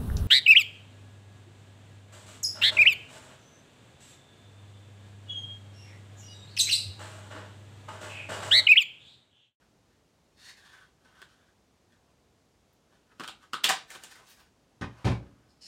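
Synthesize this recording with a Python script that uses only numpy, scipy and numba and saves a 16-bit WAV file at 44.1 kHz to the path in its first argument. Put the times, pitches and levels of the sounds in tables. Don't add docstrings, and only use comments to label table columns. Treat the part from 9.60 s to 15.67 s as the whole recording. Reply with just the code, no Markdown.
import sys
import numpy as np
from scipy import signal
from scipy.fft import rfft, irfft
from scipy.io import wavfile
from scipy.ndimage import uniform_filter1d
from numba import njit

SR = 44100
rng = np.random.default_rng(int(sys.argv[2]) if len(sys.argv) > 2 else 0)


def master_out(mix):
    frames = np.transpose(np.atleast_2d(mix))
    ceiling = np.clip(frames, -1, 1)
    pcm = np.round(ceiling * 32767).astype(np.int16)
    wavfile.write(sys.argv[1], SR, pcm)


def convert_level_to_amplitude(level_db):
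    exponent = np.asarray(level_db, float) / 20
    return 10 ** exponent


N = 267907


def rms_one(x):
    return x / np.sqrt(np.mean(x ** 2) + 1e-20)


def peak_one(x):
    return x / np.max(np.abs(x))


def with_energy_of(x, model):
    return x * np.sqrt(np.sum(model ** 2) / np.sum(x ** 2))


def at_hz(points, hz):
    points_hz, values = np.transpose(points)
    return np.interp(np.log(hz), np.log(points_hz), values)


def band(x, low_hz, high_hz):
    sos = signal.butter(2, [low_hz, min(high_hz, 0.45 * SR)], "band", fs=SR, output="sos")
    return signal.sosfilt(sos, x)


def resonance(x, hz, width_hz):
    r = np.exp(-np.pi * width_hz / SR)
    feedback = [1, -2 * r * np.cos(2 * np.pi * hz / SR), r * r]
    return signal.lfilter([(1 - r * r) / 2, 0, (r * r - 1) / 2], feedback, x)


def body(x, modes):
    return sum((-1) ** k * convert_level_to_amplitude(db) * resonance(x, hz, width) for k, (hz, width, db) in enumerate(modes))


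@njit
def gliding(x, hz, width_hz, sr):
    y, r = np.zeros(len(x)), np.exp(-np.pi * width_hz / sr)
    for i in range(2, len(x)):
        turn = 2 * r * np.cos(2 * np.pi * hz[i] / sr)
        y[i] = x[i] - x[i - 2] + turn * y[i - 1] - r * r * y[i - 2]
    return y


def add(out, s, piece):
    i = round(s * SR)
    out[i:i + len(piece)] += piece[:N - i]


def tear(noise, rise_s, fall_s):
    t = np.arange(len(noise)) / SR
    slips = noise * np.abs(noise) ** 0.61
    return slips * (1 - np.exp(-t / rise_s)) ** 2 * np.exp(-t / fall_s) + 1e-18


# f/Hz, level/dB [per Hz]
HUSH = [(15, -41.5), (25, -18.5), (53, -2.5), (260, -7), (800, -14), (1600, -22), (6560, -26), (16000, -42)]
HUSH_DB = -67


def hush():
    hz = np.maximum(np.fft.rfftfreq(N, 1 / SR), 1)
    spectrum = rfft(rng.standard_normal(N)) * convert_level_to_amplitude(at_hz(HUSH, hz))
    return convert_level_to_amplitude(HUSH_DB) * rms_one(irfft(spectrum, N))


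# f/Hz, width/Hz, level/dB
SHEEN = [(7430, 1900, 23.5), (8950, 2200, 19.5), (10460, 4500, -5), (12990, 4400, -13), (15450, 2500, -8.5)]
CUT_S, FREE_S = 4.07, 5.0
SWELL_DB, EASE_DB = 17.5, 18
RASP_OVER_SLOT = 2.387
FRAYED_FLAP = 0.2
FRAYED_SPREAD = 0.83
SMOOTH_HISS_DB, FRAYED_HISS_DB = -23.5, -8.5
HISS_FOLLOWS = 0.7
CATCH_DB, CATCH_S = 2.5, 0.012
# t/s [firmest contact], length/s, level/dB, slot f/Hz, edge rasp level/dB [beside slot]
FEEDING = [(0.023, 0.06, -67.5, 1510, -7), (0.32, 0.083, -67, 1770, -7), (0.841, 0.067, -54, 1935, 5.5),
           (0.888, 0.036, -50, 1960, -1), (0.98, 0.11, -57, 1860, -1), (1.063, .07, -57.5, 1490, -5),
           (1.147, 0.066, -49, 1560, -8.5), (1.222, 0.069, -57.5, 1450, -8.5),
           (1.466, 0.064, -61, 1410, -6.5), (1.59, 0.084, -54, 1440, -9.5), (1.717, 0.09, -69.5, 1340, 1.5),
           (1.815, .12, -63.5, 1540, -10), (2.336, 0.061, -68, 1600, -10), (2.504, 0.09, -70.5, 1100, -6),
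           (3.34, 0.085, -67.5, 1570, -4), (3.511, 0.058, -62.5, 1310, -18), (3.64, 0.046, -45, 1370, -3),
           (3.825, 0.039, -53, 1370, -6.5)]
# t/s, length/s, level/dB, slot f/Hz, rasp level/dB
DRAWING = [
    (4.32, 0.043, -47, 1790, 4.5),
    (4.36, 0.05, -51, 1510, -5),
    (4.44, 0.09, -56.5, 1520, 3),
    (4.52, 0.092, -60.5, 1626, 7),
    (4.58, 0.05, -59, 1440, -9),
    (4.625, 0.025, -61, 880, -20),
    (4.70, .11, -64, 1730, 11.5),
    (4.80, 0.1, -66.5, 1510, 0.5),
]
# t/s, length/s,
# level/dB, slot f/Hz, rasp level/dB
SCUFFING = [
    (5.40, 0.15, -55.5, 1012, -6.5),
    (5.639, 0.45, -67.5, 1300, -25),
]


def rubbing():
    t = np.arange(N) / SR
    uneven = convert_level_to_amplitude(2.2 * np.minimum(rng.exponential(1, N), 3))
    grains = rng.standard_normal(N) * uneven * (rng.random(N) < 0.3)
    s, length, level_db, slot_hz, rasp_db = np.transpose(FEEDING + DRAWING + SCUFFING)
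    hz = np.interp(t, s, slot_hz)
    whole = t < CUT_S

    loose = rms_one(band(grains[::-1], 500, 2820))
    slot = rms_one(gliding(grains, hz, 370.0, SR)) + np.where(whole, 0.18, FRAYED_SPREAD) * loose

    flaps = np.zeros(N)
    for ratio, share in (0.93, 0.88), (0.81, 0.8), (0.6, 0.327):
        flaps += share * rms_one(gliding(grains, ratio * RASP_OVER_SLOT * hz, 240.0, SR))
    scratch = rms_one(band(np.roll(grains, SR), 2200, 7700))
    rasp = np.where(whole, 0.8, FRAYED_FLAP) * flaps + 0.93 * scratch

    hiss = rms_one(body(band(grains, 9000, 21000), SHEEN))
    hiss = hiss + 0.83 * rms_one(band(grains[::-1], 8500, 16000))
    frayed = (s > CUT_S) & (s < FREE_S)
    hiss_db = np.where(frayed, FRAYED_HISS_DB, SMOOTH_HISS_DB) + HISS_FOLLOWS * rasp_db

    catch_size = round(CATCH_S * SR)
    slow = uniform_filter1d(uniform_filter1d(grains, catch_size), catch_size)
    out = np.zeros(N)
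    for k in range(len(s)):
        on = np.abs(t - s[k]) < 3 * length[k]
        late = (t[on] - s[k]) / length[k]
        below_db = np.where(late < 0, SWELL_DB, EASE_DB) * np.abs(late) ** 1.16
        press = convert_level_to_amplitude(level_db[k] - 11.0 - below_db)
        out[on] += press * (slot[on] + convert_level_to_amplitude(rasp_db[k]) * rasp[on] + convert_level_to_amplitude(hiss_db[k]) * hiss[on])
    return convert_level_to_amplitude(CATCH_DB * rms_one(slow)) * out


GRIP_DETUNE, GRIP_DB = 0.025, 2
CUSHIONED_DB, BARE_DB = -11, -1
AIR_DB = 10.5
HINGE_BELOW_HZ, HINGE_DULL_DB = 1120, -5
HINGE_HZ, HINGE_SHARE = 775, 0.57
# f/Hz, width/Hz, level/dB
PLATE = [(2470, 270, -2), (2900, 460, 2), (3355, 230, 2), (4560, 400, -3), (5000, 156, -15)]
# t/s, shell ring level/dB,
# shell f/Hz, plate ring level/dB, low knock level/dB
SNAPS = [(1.45, -54, 1500, -61, -63), (1.6179, -41, 1560, -43.5, -56.5), (2.3228, -62, 1830, -62, -70),
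         (3.3257, -62, 580, -68, -63), (3.5179, -55, 1420, -72, -65), (3.598, -30, 1410, -36.5, -38.5),
         (3.6069, -32, 1330, -45, -69), (3.6365, -31.5, 1320, -36.5, -57),
         (3.6777, -32.5, 1350, -29.5, -53.5), (3.687, -43, 850, -38.5, -55),
         (3.832, -50.5, 1330, -62, -70.5), (3.9342, -20.5, 1316, -24.5, -41),
         (4.0421, -19.5, 1840, -10.5, -35), (4.0578, -27.5, 1800, -21, -50), (4.092, -18, 1850, -20.5, -41),
         (4.0981, -16, 1030, -24, -34.5), (4.3045, -36, 2160, -42, -54.5), (4.351, -45, 1040, -41, -47.5),
         (4.4371, -50, 1310, -39.5, -52.5), (4.5566, -47.5, 2040, -54, -60.5), (4.6, -74, 1000, -58, -54.5),
         (4.626, -70, 1060, -76, -60)]


def snaps():
    near, spread = np.zeros(N), np.zeros(N)
    click = np.full(4096, 1e-18)
    click[60] += 1
    for (s, shell_db, shell_hz, plate_db, knock_db), noise in zip(SNAPS, rng.standard_normal((len(SNAPS), 4096))):
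        start = s - 0.002
        hinge = shell_hz < HINGE_BELOW_HZ
        crack_db = plate_db + (CUSHIONED_DB if s < CUT_S else BARE_DB) + HINGE_DULL_DB * hinge
        force = tear(noise, rise_s=0.001, fall_s=0.0026)

        held = [(hz * (1 + GRIP_DETUNE * z), width, db + GRIP_DB * y)
                for (hz, width, db), z, y in zip(PLATE, noise[-5:], noise[-10:])]
        ring = peak_one(body(body(click, held), held))
        clatter = peak_one(band(band(force, 2000, 5800), 1800, 6200))
        plate = convert_level_to_amplitude(plate_db + 1.0) * peak_one(ring + 0.74 * clatter)
        smooth = band(band(click, 2300, 4100) + 0.32 * resonance(click, 2900, 400), 1900, 5000)
        add(near, start, plate)
        add(spread, start, with_energy_of(smooth, plate))

        hollow = peak_one(resonance(resonance(click, shell_hz, 380), shell_hz, 380))
        arm = peak_one(resonance(resonance(click, HINGE_HZ, 200), HINGE_HZ, 200))
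        hollow = hollow + HINGE_SHARE * hinge * arm

        def shell(f):
            return hollow + 0.81 * peak_one(band(f, 1100, 2580))

        def crack(f):
            return body(band(f, 3700, 14000), SHEEN) + convert_level_to_amplitude(AIR_DB) * band(f, 10000, 15000)

        def knock(f):
            return band(band(f, 140, 900) + 0.27 * resonance(f, 800, 340), 120, 1600)

        for part, db in (shell, shell_db - 2), (crack, crack_db + 5), (knock, knock_db + 4):
            sound = convert_level_to_amplitude(db) * peak_one(part(force))
            add(near, start, sound)
            add(spread, start, with_energy_of(part(click), sound))
    return near, spread


# t/s, swell/s, dying/s, level/dB, brightness
# level/dB
SHEARS = [
    (3.124, .008, 0.0071, -86, 32),
    (3.924, 0.005, 0.004, -56, -1),
    (4.030, 0.011, 0.015, -29, 6),
    (4.085, 0.0016, 0.032, -29, -2),
    (4.65, 0.044, 0.042, -70, 24),
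    (4.78, 0.019, 0.018, -62.5, 12),
    (5.443, 0.0077, 0.033, -40.5, -4),
    (5.210, 0.0027, .015, -45.5, -8),
]


def shears():
    out, t = np.zeros(N), np.arange(8192) / SR
    for (s, swell, dying, level_db, bright_db), noise in zip(SHEARS, rng.standard_normal((len(SHEARS), 8192))):
        shape = np.where(t < swell, (t / swell) ** 3, np.exp((swell - t) / dying))
        bright = convert_level_to_amplitude(bright_db - 17.0) * rms_one(band(noise, 11000, 17000))
        crunch = rms_one(band(noise, 700, 4800)) + bright
        add(out, s, convert_level_to_amplitude(level_db) * shape * crunch)
    return out


EDGE_CRACK_DB, FLAT_CRACK_DB = -37, -15
EDGE_RATTLE, FLAT_RATTLE = 0.16, 1
FLAT_FROM_S = 5.3
SETTLE_S = 0.015
# f/Hz, level/dB, t60/s
TABLE = [(64, -16, 0.52), (93.4, 0.5, 0.17), (116.2, -1, 0.44), (183.5, 1.5, 0.26), (242, 4.5, 0.15),
         (287.4, -4, 0.322), (374.2, -7.5, 0.26), (564.2, -13.5, 0.38), (694, -1, 0.047), (828, -20, 0.35),
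         (1077, -49, 0.24)]
# t/s, table level/dB, shell knock level/dB, deep sag level/dB
THUDS = [
    (5.212, -21, -39, 2),
    (5.22, -47, -29.5, -12),
    (5.234, -31.5, -34.5, 7.5),
    (5.445, -22, -32.5, 6.5),
    (5.454, -11.5, -34, 5),
    (5.464, -14, -39, -18),
    (5.472, -26, -27, 8),
    (5.484, -16.5, -39, 5.5),
    (5.499, -17.5, -36.5, 6),
    (5.514, -27.5, -33, -2),
]


def thuds():
    table, shell, t = np.zeros(N), np.zeros(N), np.arange(SR // 2) / SR
    gaps = np.diff([row[0] for row in THUDS] + [N / SR])
    noises = rng.standard_normal((len(THUDS), SR // 2))
    for (s, table_db, knock_db, sag_db), gap, noise in zip(THUDS, gaps, noises):
        edge = s < FLAT_FROM_S
        free = np.clip(min(gap / SETTLE_S, 1), 0.15, 1.5)
        rings = np.zeros(len(t))
        for (hz, db, t60), z, y in zip(TABLE, noise, noise[20:]):
            tone = np.sin(2 * np.pi * hz * (1 + 0.0088 * y) * t)
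            rings += convert_level_to_amplitude(db + 2.0 * z + sag_db * (hz < 140)) * tone * convert_level_to_amplitude(-60 * t / (t60 * free))
        rumble = rms_one(band(noise, 59, 310)) * convert_level_to_amplitude(-60 * t / 0.34)
        rumble += rms_one(band(noise, 52, 205)) * convert_level_to_amplitude(-24.5 - 60 * t / 1.39)
        soft = 1 - np.exp(-t / 0.002)
        add(table, s, convert_level_to_amplitude(table_db - 12.5) * (rings + 0.51 * rumble) * soft)

        force = tear(noise[:4096], rise_s=0.0015, fall_s=0.0041)
        rattle = (EDGE_RATTLE if edge else FLAT_RATTLE) * resonance(force, 2160, 400)
        knock = band(band(force, 390, 2450) + 0.77 * resonance(force, 970, 370) + rattle, 250, 4000)
        crack = band(band(force, 2600, 9000), 2300, 11700)
        crack_db = knock_db + (EDGE_CRACK_DB if edge else FLAT_CRACK_DB)
        add(shell, s - 0.002, convert_level_to_amplitude(knock_db) * peak_one(knock) + convert_level_to_amplitude(crack_db) * peak_one(crack))
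    return table, shell


# f/Hz, width/Hz, level/dB
MAT = [(1800, 500, -18), (2960, 170, -7), (4250, 330, -2.5), (5210, 350, 1), (7010, 600, -9),
       (8500, 1900, -15.5)]
# t/s, level/dB
DRAG = [
    (5.88, -84),
    (5.905, -68),
    (5.95, -80),
    (6.0, -82),
    (6.018, -56),
    (6.045, -51),
    (6.052, -51),
    (6.074, -46),
]


def dragging():
    s, level_db = np.transpose(DRAG)
    t = np.arange(N) / SR
    uneven = convert_level_to_amplitude(2.5 * np.minimum(rng.exponential(1, N), 3))
    grains = rng.standard_normal(N) * uneven * (rng.random(N) < 0.2)
    press = (t > s[0]) * convert_level_to_amplitude(np.interp(t, s, level_db))
    return press * rms_one(band(body(grains, MAT), 1300, 12100))


# f/Hz, t60/s
ROOM_T60 = [(100, 0.38), (1000, 0.25), (3000, 0.25), (8000, 0.19), (15000, 0.068)]
# delay t/s, level/dB
ECHOES = [(.0078, -0.5), (.017, -13), (0.034, -19)]
ROOM_DB = -0.5


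def room(near, spread):
    t = np.arange(SR // 2) / SR
    edges, white = 80 * 2 ** np.arange(0, 8, 0.5), rng.standard_normal((2, len(t)))
    tail = np.zeros(len(t))
    for k, (low, high) in enumerate(zip(edges, edges[1:])):
        tail += band(white[k % 2], low, high) * convert_level_to_amplitude(-60 * t / at_hz(ROOM_T60, low))
    tail *= convert_level_to_amplitude(ROOM_DB) * np.clip((t - 0.003) / 0.0027, 0, 1) / np.sqrt(np.sum(tail ** 2))
    echoes = np.zeros(len(t))
    for delay, db in ECHOES:
        echoes[round(delay * SR)] = convert_level_to_amplitude(db)
    dulled = signal.lfilter([0.27], [1, -0.68], echoes) + 1.08 * resonance(echoes, 1100, 630)
    return near + signal.fftconvolve(near, dulled)[:N] + signal.fftconvolve(spread, tail)[:N]


def scene():
    background = hush()
    rest = rubbing()
    near, spread = snaps()
    rest = rest + shears()
    table, shell = thuds()
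    rest = rest + shell
    mix = room(near + rest, spread + rest) + table + background + dragging()
    return mix[None]


def band_limit(x):
    return signal.sosfilt(signal.butter(12, 16810, fs=SR, output="sos"), x)


def record(dry):
    thin = signal.sosfilt(signal.butter(4, 44, "high", fs=SR, output="sos"), dry)
    finished = signal.sosfilt(signal.cheby2(10, 50, 17000, fs=SR, output="sos"), thin)
    return band_limit(finished)


dry = scene()
out = record(dry)
master_out(out)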